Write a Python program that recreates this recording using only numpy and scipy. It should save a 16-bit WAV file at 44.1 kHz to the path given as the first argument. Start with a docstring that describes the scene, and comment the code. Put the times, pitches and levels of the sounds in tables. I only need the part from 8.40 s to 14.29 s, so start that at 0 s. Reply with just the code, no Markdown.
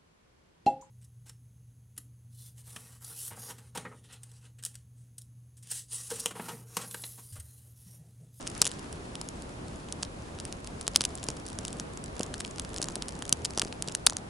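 """A small kindling fire of pine needles and thin twigs, close to a phone, outdoors on snow at night.
Fibres burst in sharp noise-driven snaps that ring the twig and rattle through the stick pile.
Pockets of gas puff as rounded pressure dips; sap sizzles as filtered hiss and tiny ticks.
A brief flare rushes at the start, over night air and draught made of filtered noise and a faint hum.
Two microphone ports hear it slightly apart, and the loudest snaps overload the microphone."""
import sys
import numpy as np
from scipy import signal
from scipy.fft import rfft, irfft, next_fast_len
from scipy.io import wavfile

SR = 44100
rng = np.random.default_rng(int(sys.argv[2]) if len(sys.argv) > 2 else 0)


def wav_record(signal):
    """Record a signal, one row per channel, as 16-bit PCM in the file named by sys.argv[1]."""
    frames = np.transpose(np.atleast_2d(signal))
    bounded = np.clip(frames, -1, 1)
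    # unit amplitude maps onto the largest positive 16-bit level
    quanta = np.round(bounded * 32767).astype(np.int16)
    wavfile.write(sys.argv[1], SR, quanta)


N = 259749
TIME = np.arange(N) / SR
PORTS = np.array([[1], [-1]])  # sign of the differing sound at the two microphone ports
BAND_HZ, TOP_HZ = 11150, 16000  # low-pass limits of the sound before and after saturation


def undb(db):
    """Decibels to gain."""
    return 10 ** (np.asarray(db) / 20)


def level(x, db):
    """Scale to an rms level in dB."""
    return x * undb(db) / np.sqrt(np.mean(x ** 2))


def unit(x):
    """Scale each row to an energy of one."""
    return x / np.sqrt(np.sum(x ** 2, axis=-1, keepdims=True))


def over_time(points):
    """Second column of a (seconds, value) table, drawn as straight lines over the whole scene."""
    return np.interp(TIME, *np.transpose(points))


def colour(points, hz):
    """Gain of a (Hz, dB) outline, interpolated over log frequency."""
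    at_hz, db = np.transpose(points)
    return undb(np.interp(np.log(np.maximum(hz, 1)), np.log(at_hz), db))


def shape(x, points):
    """Filter a whole track by a (Hz, dB) outline."""
    size = next_fast_len(N)
    gain = colour(points, np.fft.rfftfreq(size, 1 / SR))
    return irfft(rfft(x, size) * gain, size)[..., :N]


def resonance(hz, centre, width):
    """Complex response of one damped mode, gain 1 at its centre."""
    return 1j * hz * width / (centre ** 2 - hz ** 2 + 1j * hz * width)


def decay(t, t60):
    """Exponential fall by 60 dB in t60 seconds, on both sides of time zero."""
    return undb(-60 * np.abs(t) / t60)


def walk(rate):
    """Smooth random drift with a spread near 1, heading for a new value `rate` times a second."""
    steps = rng.standard_normal(4096)
    return 1.2 * np.interp(TIME * rate, np.arange(len(steps)), steps)


def add(track, s, sound):
    """Mix a sound into a track from time s in seconds."""
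    start = int(np.clip(s * SR, 0, N - 1))
    track[..., start:start + sound.shape[-1]] += sound[..., :N - start]


def snaps(rows, rattle_t60=0.0067, tear_db=-11, tear_t60=0.0048,
          body_hz=1000, body_width_hz=1500, apart=0.18, size=1024):
    """Fibres tear, give way in one spike and rattle off nearby sticks; all ring the twig and its body."""
    lead = size // 4
    t = (np.arange(size) - lead) / SR
    hz = np.fft.rfftfreq(size, 1 / SR)
    heard = hz < BAND_HZ
    body = resonance(hz, body_hz, body_width_hz) ** 2
    body = body / np.linalg.norm(body)
    out = np.zeros((2, N))
    for s, db, ring_hz, width_hz, body_db, rattle_db in rows:
        noise = rng.standard_normal((3, size))
        tear = unit(noise[0] * decay(t, tear_t60) * (t < 0))
        common, differing = unit(noise[1:] * decay(t, rattle_t60) * (t > .0001))
        # the direct spike reaches both ports together; the scattered part differs a little
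        rattle = common + apart * PORTS * differing
        spike = t == 0
        push = rfft(spike + undb(rattle_db) * (rattle + undb(tear_db) * tear))
        ring = resonance(hz, ring_hz, width_hz)
        ring = ring / np.linalg.norm(ring * heard)
        burst = push * (ring - undb(body_db) * body)
        # the energy below BAND_HZ sets the level over 1 ms
        energy = np.mean(np.sum(np.abs(burst * heard) ** 2, axis=1)) * 2 / size
        gain = undb(db) * np.sqrt(SR / 1000 / energy)
        add(out, s - lead / SR, gain * irfft(burst))
    return out


def small_crackles(times, gain_db=0.0, limit=1.8):
    """Snap rows for small bursts at these times, each with its own strength and ring."""
    # five random traits per crackle, held within `limit` spreads of their means
    chance = np.clip(rng.standard_normal((len(times), 5)), -limit, limit).T
    db = -43 + 2.9 * chance[0] + gain_db
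    ring_hz = 6200 + 1160 * chance[1]
    width_hz = np.abs(4200 + 1300 * chance[2])
    body_db = -11.5 + 8.3 * chance[3]
    rattle_db = 1.5 + 2.4 * chance[4]
    return np.column_stack([times, db, ring_hz, width_hz, body_db, rattle_db])


# Single snaps and lone faint ticks of bursting fibres. Each row: time of the spike in seconds,
# level in dB over 1 ms before the crackle colour, ring in Hz, ring width in Hz,
# woody body against the ring in dB, rattle against the first spike in dB.
SINGLE_SNAPS = [(.0703, -30, 4600, 9000, -18, 11), (0.0754, -25, 6150, 4500, -18, -4),
                (0.1515, -36, 5200, 2506, -20, -5), (0.1782, -34, 10030, 9000, -24, 10),
                (0.2176, -2.5, 6100, 3000, -19.5, -6.5), (0.2241, -17.5, 6830, 9000, -8, -16),
                (.245, -27, 2800, 9000, -16, 6), (.2538, -20, 7940, 9000, -14, 9),
                (.2589, -26.5, 4600, 9000, -4, 0), (0.2673, -20, 2600, 9000, -19.5, -14),
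                (0.2727, -24, 8000, 9000, -24, 3), (0.2761, -23.5, 8000, 6500, -21, 0),
                (0.316, -31, 5000, 9000, -24, -4), (0.394, -38.5, 6600, 9000, -10, 2),
                (.5275, -34.5, 7450, 6500, -16, 12), (0.7544, -30, 4070, 6550, -13, -2),
                (.814, -27.5, 5400, 8900, -7, 4), (0.8882, -30.5, 7440, 6500, -24, -6),
                (1.0223, -39, 7200, 6500, -24, -6), (1.2829, -42, 3000, 9000, -24, 0),
                (1.4871, -40, 3600, 3010, -8, -4), (1.5247, -25.5, 6350, 4500, -35, -10),
                (1.6277, -28, 6000, 9000, -12, 10), (1.6314, -21, 5030, 2000, -10.5, -6),
                (1.65, -36.5, 4400, 3000, -20, 0), (1.9882, -36, 3820, 3000, -4, -6),
                (2.0009, -30.5, 5550, 3000, -19, -12), (2.0526, -29.5, 6600, 6500, -20, 0),
                (2.1259, -29.5, 5500, 4500, -23, -4), (2.2457, -36.5, 6400, 2500, -8, -2),
                (2.2736, -33.5, 4700, 9000, -20, -19), (2.412, -29.5, 6890, 9000, -20, -4),
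                (2.4682, -31, 4200, 9000, -24, -2), (2.4791, -16.5, 7200, 6500, -8.5, -13),
                (2.547, -34.5, 3400, 2000, -4, -13), (2.5531, -31, 2600, 9000, -10, -8),
                (2.5603, -3, 4740, 5000, -19.5, -6.5), (2.5718, -29, 10000, 9000, -15, -1),
                (2.6087, -16.5, 4060, 2500, -14, -7), (2.617, -22.5, 5800, 9000, -17, -9),
                (2.6393, -25, 6000, 6500, -6, 4), (2.6512, -21, 6000, 4500, -11, 1),
                (2.6523, -16.5, 6160, 3500, -24, -2), (2.7537, -30.5, 8200, 4500, -24, -5),
                (2.83, -33, 4400, 6500, -19, -3), (2.8399, -30, 8740, 9000, -24, 5),
                (2.8867, -21, 5400, 3000, -11, -3), (2.9025, -29.5, 6200, 4500, -10, 5),
                (3.0653, -34, 6200, 3000, -18, -4), (3.1882, -27, 6590, 2996, -13, -3),
                (3.2512, -26, 6200, 6500, -12, -2), (3.281, -29.5, 5000, 6500, -21, 5),
                (3.3292, -32.5, 6800, 4500, -21, -8), (3.3988, -25, 6160, 2000, -11, -7),
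                (3.574, -33, 6430, 2526, -7, -1), (3.6406, -34, 7400, 6500, -24, 1),
                (3.795, -28.5, 7200, 9000, -17, -9), (3.8087, -27.5, 5600, 3000, -1, 1),
                (3.8322, -24.5, 5960, 3000, -22, 9), (3.941, -26.5, 4900, 3000, -6, 8),
                (4.0026, -30, 4200, 9000, -15, 7), (4.0062, -25.5, 5220, 9000, -7, -1),
                (4.0489, -27.5, 3300, 2000, -16, 1), (4.1836, -32.5, 5580, 3000, -3, -15),
                (4.1972, -23.5, 6850, 9000, -17, -5), (4.249, -34.5, 4350, 4500, -8, -3),
                (4.343, -34, 7400, 9000, -16, 11), (4.3629, -29, 5200, 2000, -24, -7),
                (4.3786, -34.5, 4800, 3000, -18, -1), (4.3838, -29, 6200, 2500, -11, -10),
                (4.417, -24, 7500, 4500, -12, -9), (4.4268, -22, 5360, 2500, -21, -7),
                (4.43, -27, 6200, 4000, -22, 9), (4.4427, -27, 7400, 6500, -10, 1),
                (4.4857, -25.5, 5600, 4500, -3, 1), (4.5561, -24, 7160, 9010, -13, -7),
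                (4.6232, -24, 4100, 3000, -19, -13), (4.6838, -30, 7600, 9000, -13, -4),
                (4.6909, -33, 7500, 9000, -4, 4), (4.8234, -26.5, 3400, 6500, -5, -2),
                (4.8534, -33, 4400, 6500, -12, 0), (4.894, -23, 7710, 4500, -16, -7),
                (4.9266, -12, 4960, 3500, -34, -4), (4.9273, -8.5, 6940, 2580, -44, -10),
                (5.0476, -27, 9000, 6500, -18, -4), (5.0505, -18.5, 6450, 6500, -26, 0),
                (5.056, -23, 5800, 4500, -15, 5), (5.107, -33, 6600, 4500, -7, 2),
                (5.176, -19, 5670, 3000, -7, 2), (5.1846, -24.5, 5800, 2000, -6, 5),
                (5.1962, -15.5, 5450, 3000, -18, -8), (5.2179, -16.5, 3300, 4500, -10, -15),
                (5.2222, -24, 2595, 6500, 3, -10), (5.2495, -31.5, 6000, 3000, -8, -7),
                (5.326, -30, 2600, 4500, 0.5, 3), (5.424, -21, 8000, 8980, -22, -24),
                (5.4758, -31, 5600, 2500, -9, 10), (5.4853, -26, 4600, 3000, -15, -2),
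                (5.5224, -34, 6600, 4500, -13, 2), (5.5502, -17, 6130, 9050, -14, 5),
                (5.6661, -4.5, 7900, 4500, -27, -2.5), (5.6695, -5.5, 4250, 3000, -12, -3),
                (5.6744, -28, 8660, 9000, -22, -8), (5.6981, -22.5, 6240, 4500, -8, -4),
                (5.706, -31, 6600, 2000, -22, 0), (5.7239, -33, 5400, 3000, 4, 2),
                (5.733, -36, 5600, 2500, -12, -3), (5.7682, -21.5, 6200, 3000, -16, -2)]


def followers(count=48, shortest_s=.002, mean_further_s=.006, gain_db=2):
    """The louder snaps each tear a neighbouring fibre a moment later."""
    rows = np.array(SINGLE_SNAPS)
    loudest = np.argsort(-rows[:, 1])[:count]
    causes = np.sort(rows[loudest, 0])
    delays = shortest_s + mean_further_s * rng.exponential(size=count)
    return small_crackles(causes + delays, gain_db=gain_db)


# How briskly the needles catch. Each row: time in seconds, small crackles per second.
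CRACKLE_RATE = [(0, 46), (.35, 46), (.45, 5.2), (1.9, 4), (2.1, 19.5), (2.6, 18), (2.85, 63), (3.55, 16),
                (4, 45.7), (5.4, 37.6), (5.89, 14)]


def needles(count=400, even_rate=41, brisk_db=1.5):
    """Needles burst at random moments, more often and harder while the fire burns briskly."""
    when, luck = rng.random((count, 2)).T
    times = when * TIME[-1]
    rate = np.maximum(np.interp(times, *np.transpose(CRACKLE_RATE)), 1)
    # each doubling of the rate adds brisk_db; at even_rate per second the mean level holds
    rows = small_crackles(times, gain_db=brisk_db * np.log2(rate / even_rate))
    return rows[luck < rate * TIME[-1] / count]


# Pockets of gas letting go. Each row: time of the deepest point in seconds, depth in dB
# before the air flows back, half-length in ms (to 1/e of the depth).
GAS_PUFFS = [(0.221, -28, 0.66), (2.6108, -23.5, 0.6), (2.8887, -18.5, 0.44), (3.804, -14, 0.46),
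             (4.4009, -21, 0.45), (4.5681, -22.5, 0.48), (4.929, -22, 0.99), (5.1772, -19.5, 0.49),
             (5.2333, -22.5, .66), (5.2568, -23, .71), (5.4821, -25, 0.38), (5.725, -29.5, 0.26)]


def puffs(refill_hz=125, size=1024):
    """A pocket of gas gives one rounded dip of pressure; the air flows back in a slower, weaker swing."""
    lead = size // 4
    ms = (np.arange(size) - lead) / SR * 1000
    out = np.zeros(N)
    for s, db, half_ms in GAS_PUFFS:
        add(out, s - lead / SR, -undb(db) * np.exp(-(ms / half_ms) ** 2))
    refill = signal.butter(1, refill_hz, "high", fs=SR, output="sos")
    return signal.sosfilt(refill, out)


# Boiling sap. Each row: time in seconds, sizzle level in dB, to which hiss and ticks are set.
SAP_LEVEL = [(0, -56.5), (.21, -51.5), (.4, -57), (.87, -58), (2.4, -58.5), (2.8, -57), (3.6, -63),
             (4.35, -60), (4.7, -65), (5.5, -58.5), (5.89, -68)]
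# Colour of the sizzle. Each row: frequency in Hz, relative density in dB per Hz.
SIZZLE_COLOUR = [(1200, -8), (2500, 0), (4500, 0), (6500, 0), (11000, -4)]


def sizzle(hiss_db=-1, tick_db=-6, apart=0.57, count=900, spread_db=3.5, flicker_db=1.8):
    """Boiling sap: a thin flickering hiss and many tiny ticks from the needles."""
    when, chance = rng.random((count, 2)).T
    ticks = np.zeros(N)
    ticks[(when * N).astype(int)] = undb(spread_db * np.minimum(-np.log(chance), 4))
    # each tick is a click with a short noisy tail
    t = np.arange(256) / SR
    tail = unit(rng.standard_normal(len(t)) * decay(t, 0.0095))
    ticks = signal.fftconvolve(ticks, (t == 0) + tail)[:N]
    jet, scatter = rng.standard_normal((2, N))
    hiss = (jet + apart * PORTS * scatter) * undb(flicker_db * walk(24.67))
    hiss = level(shape(hiss, SIZZLE_COLOUR), hiss_db)
    ticks = level(shape(ticks, SIZZLE_COLOUR), tick_db)
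    return undb(over_time(SAP_LEVEL)) * (hiss + ticks)


# The flame's brief flare. Each row: time in seconds, level in dB before its flicker.
FLARE_LEVEL = [(0, -60), (.2, -50), (.4, -59), (.9, -67), (1.3, -78)]
# Colour of the flame's rush. Each row: frequency in Hz, relative density in dB per Hz.
FLAME_COLOUR = [(300, -23), (900, 8), (1600, 8), (3000, -4), (11000, -11)]


def flare(flicker_db=-6.5):
    """The flame's soft flickering rush swells at once and sinks back into the embers."""
    rush = level(shape(rng.standard_normal((2, N)), FLAME_COLOUR), 0)
    return rush * undb(over_time(FLARE_LEVEL) + flicker_db * walk(18))


def surroundings(x, wet_db=-28, t60=0.046, size=8192):
    """Snow and trunks return only a faint, short scatter, different at each port."""
    t = np.arange(size) / SR
    response = unit(rng.standard_normal((2, size)) * decay(t, t60) * (t > .002))
    return undb(wet_db) * signal.fftconvolve(x, response, axes=1)[:, :N]


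# Steady rush common to both ports. Each row: frequency in Hz, relative density in dB per Hz.
AIR_COMMON = [(20, -13), (40, -0.5), (90, -0.5), (160, -2), (300, -5), (600, -12), (1100, -18),
              (2000, -26.5), (4000, -31.5), (11000, -35)]
# Steady rush differing between the ports. Each row: frequency in Hz, relative density in dB per Hz.
AIR_DIFFERING = [(20, -15), (90, -7), (200, 0), (400, 2), (750, 1.5), (1300, -3.5), (2200, -9.5),
                 (4000, -16.5), (11000, -26)]
# Strength of the draught. Each row: time in seconds, gain in dB on all of the air.
DRAUGHT_GAIN = [(0, 0.2), (1.2, -0.7), (2.0, -0.94), (3.1, 0.56), (3.7, 0.7), (4.6, 0.7), (5.89, -0.2)]


def air(common_db=-43, differing_db=-48, flutter_db=0.88,
        hum_hz=63.3, hum_db=-62, hum_wander_hz=2.24, hum_waver_db=-3.0):
    """Night air and the flames' draught: a low rush that flutters, with a faint wavering hum in it."""
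    common, differing = rng.standard_normal((2, N))
    common = level(shape(common, AIR_COMMON), common_db) * undb(flutter_db * walk(14))
    differing = level(shape(differing, AIR_DIFFERING), differing_db)
    phase = 2 * np.pi * np.cumsum(hum_hz + hum_wander_hz * walk(9)) / SR
    hum = level(np.sin(phase) * undb(hum_waver_db * walk(4.9)), hum_db)
    return (common + hum + PORTS * differing) * undb(over_time(DRAUGHT_GAIN))


# Colour of every crackle at the microphone. Each row: frequency in Hz, gain in dB.
CRACKLE_COLOUR = [(150, 9), (600, 2.5), (1150, -1.5), (1600, -1.5), (2150, -5), (2900, 2), (3900, -0.5),
                  (5200, 1.5), (5950, -0.5), (6500, 0.5), (7800, 1.5), (9000, 2), (10000, 2), (11000, -0.5)]


def scene():
    """The crackling pile, its faint echo and the air around it."""
    bed = sizzle() + flare() + air()
    bursts = np.vstack([SINGLE_SNAPS, followers(), needles()])
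    fire = shape(snaps(bursts), CRACKLE_COLOUR) + puffs()
    return fire + surroundings(fire) + bed


def low_pass(x, taps, hz):
    """Steep cut above hz, without delay."""
    kernel = signal.firwin(taps, hz, window="blackman", fs=SR)
    return signal.fftconvolve(x, kernel[None], mode="same", axes=1)


def record(dry, ceiling=1.77, knee=1.18):
    """The sound is kept below BAND_HZ, saturates on the loudest snaps and is cut above TOP_HZ."""
    narrow = low_pass(dry, 601, BAND_HZ)
    rounded = narrow / (1 + np.abs(narrow / ceiling) ** knee) ** (1 / knee)
    return low_pass(rounded, 201, TOP_HZ)


dry = scene()
out = record(dry)
wav_record(out)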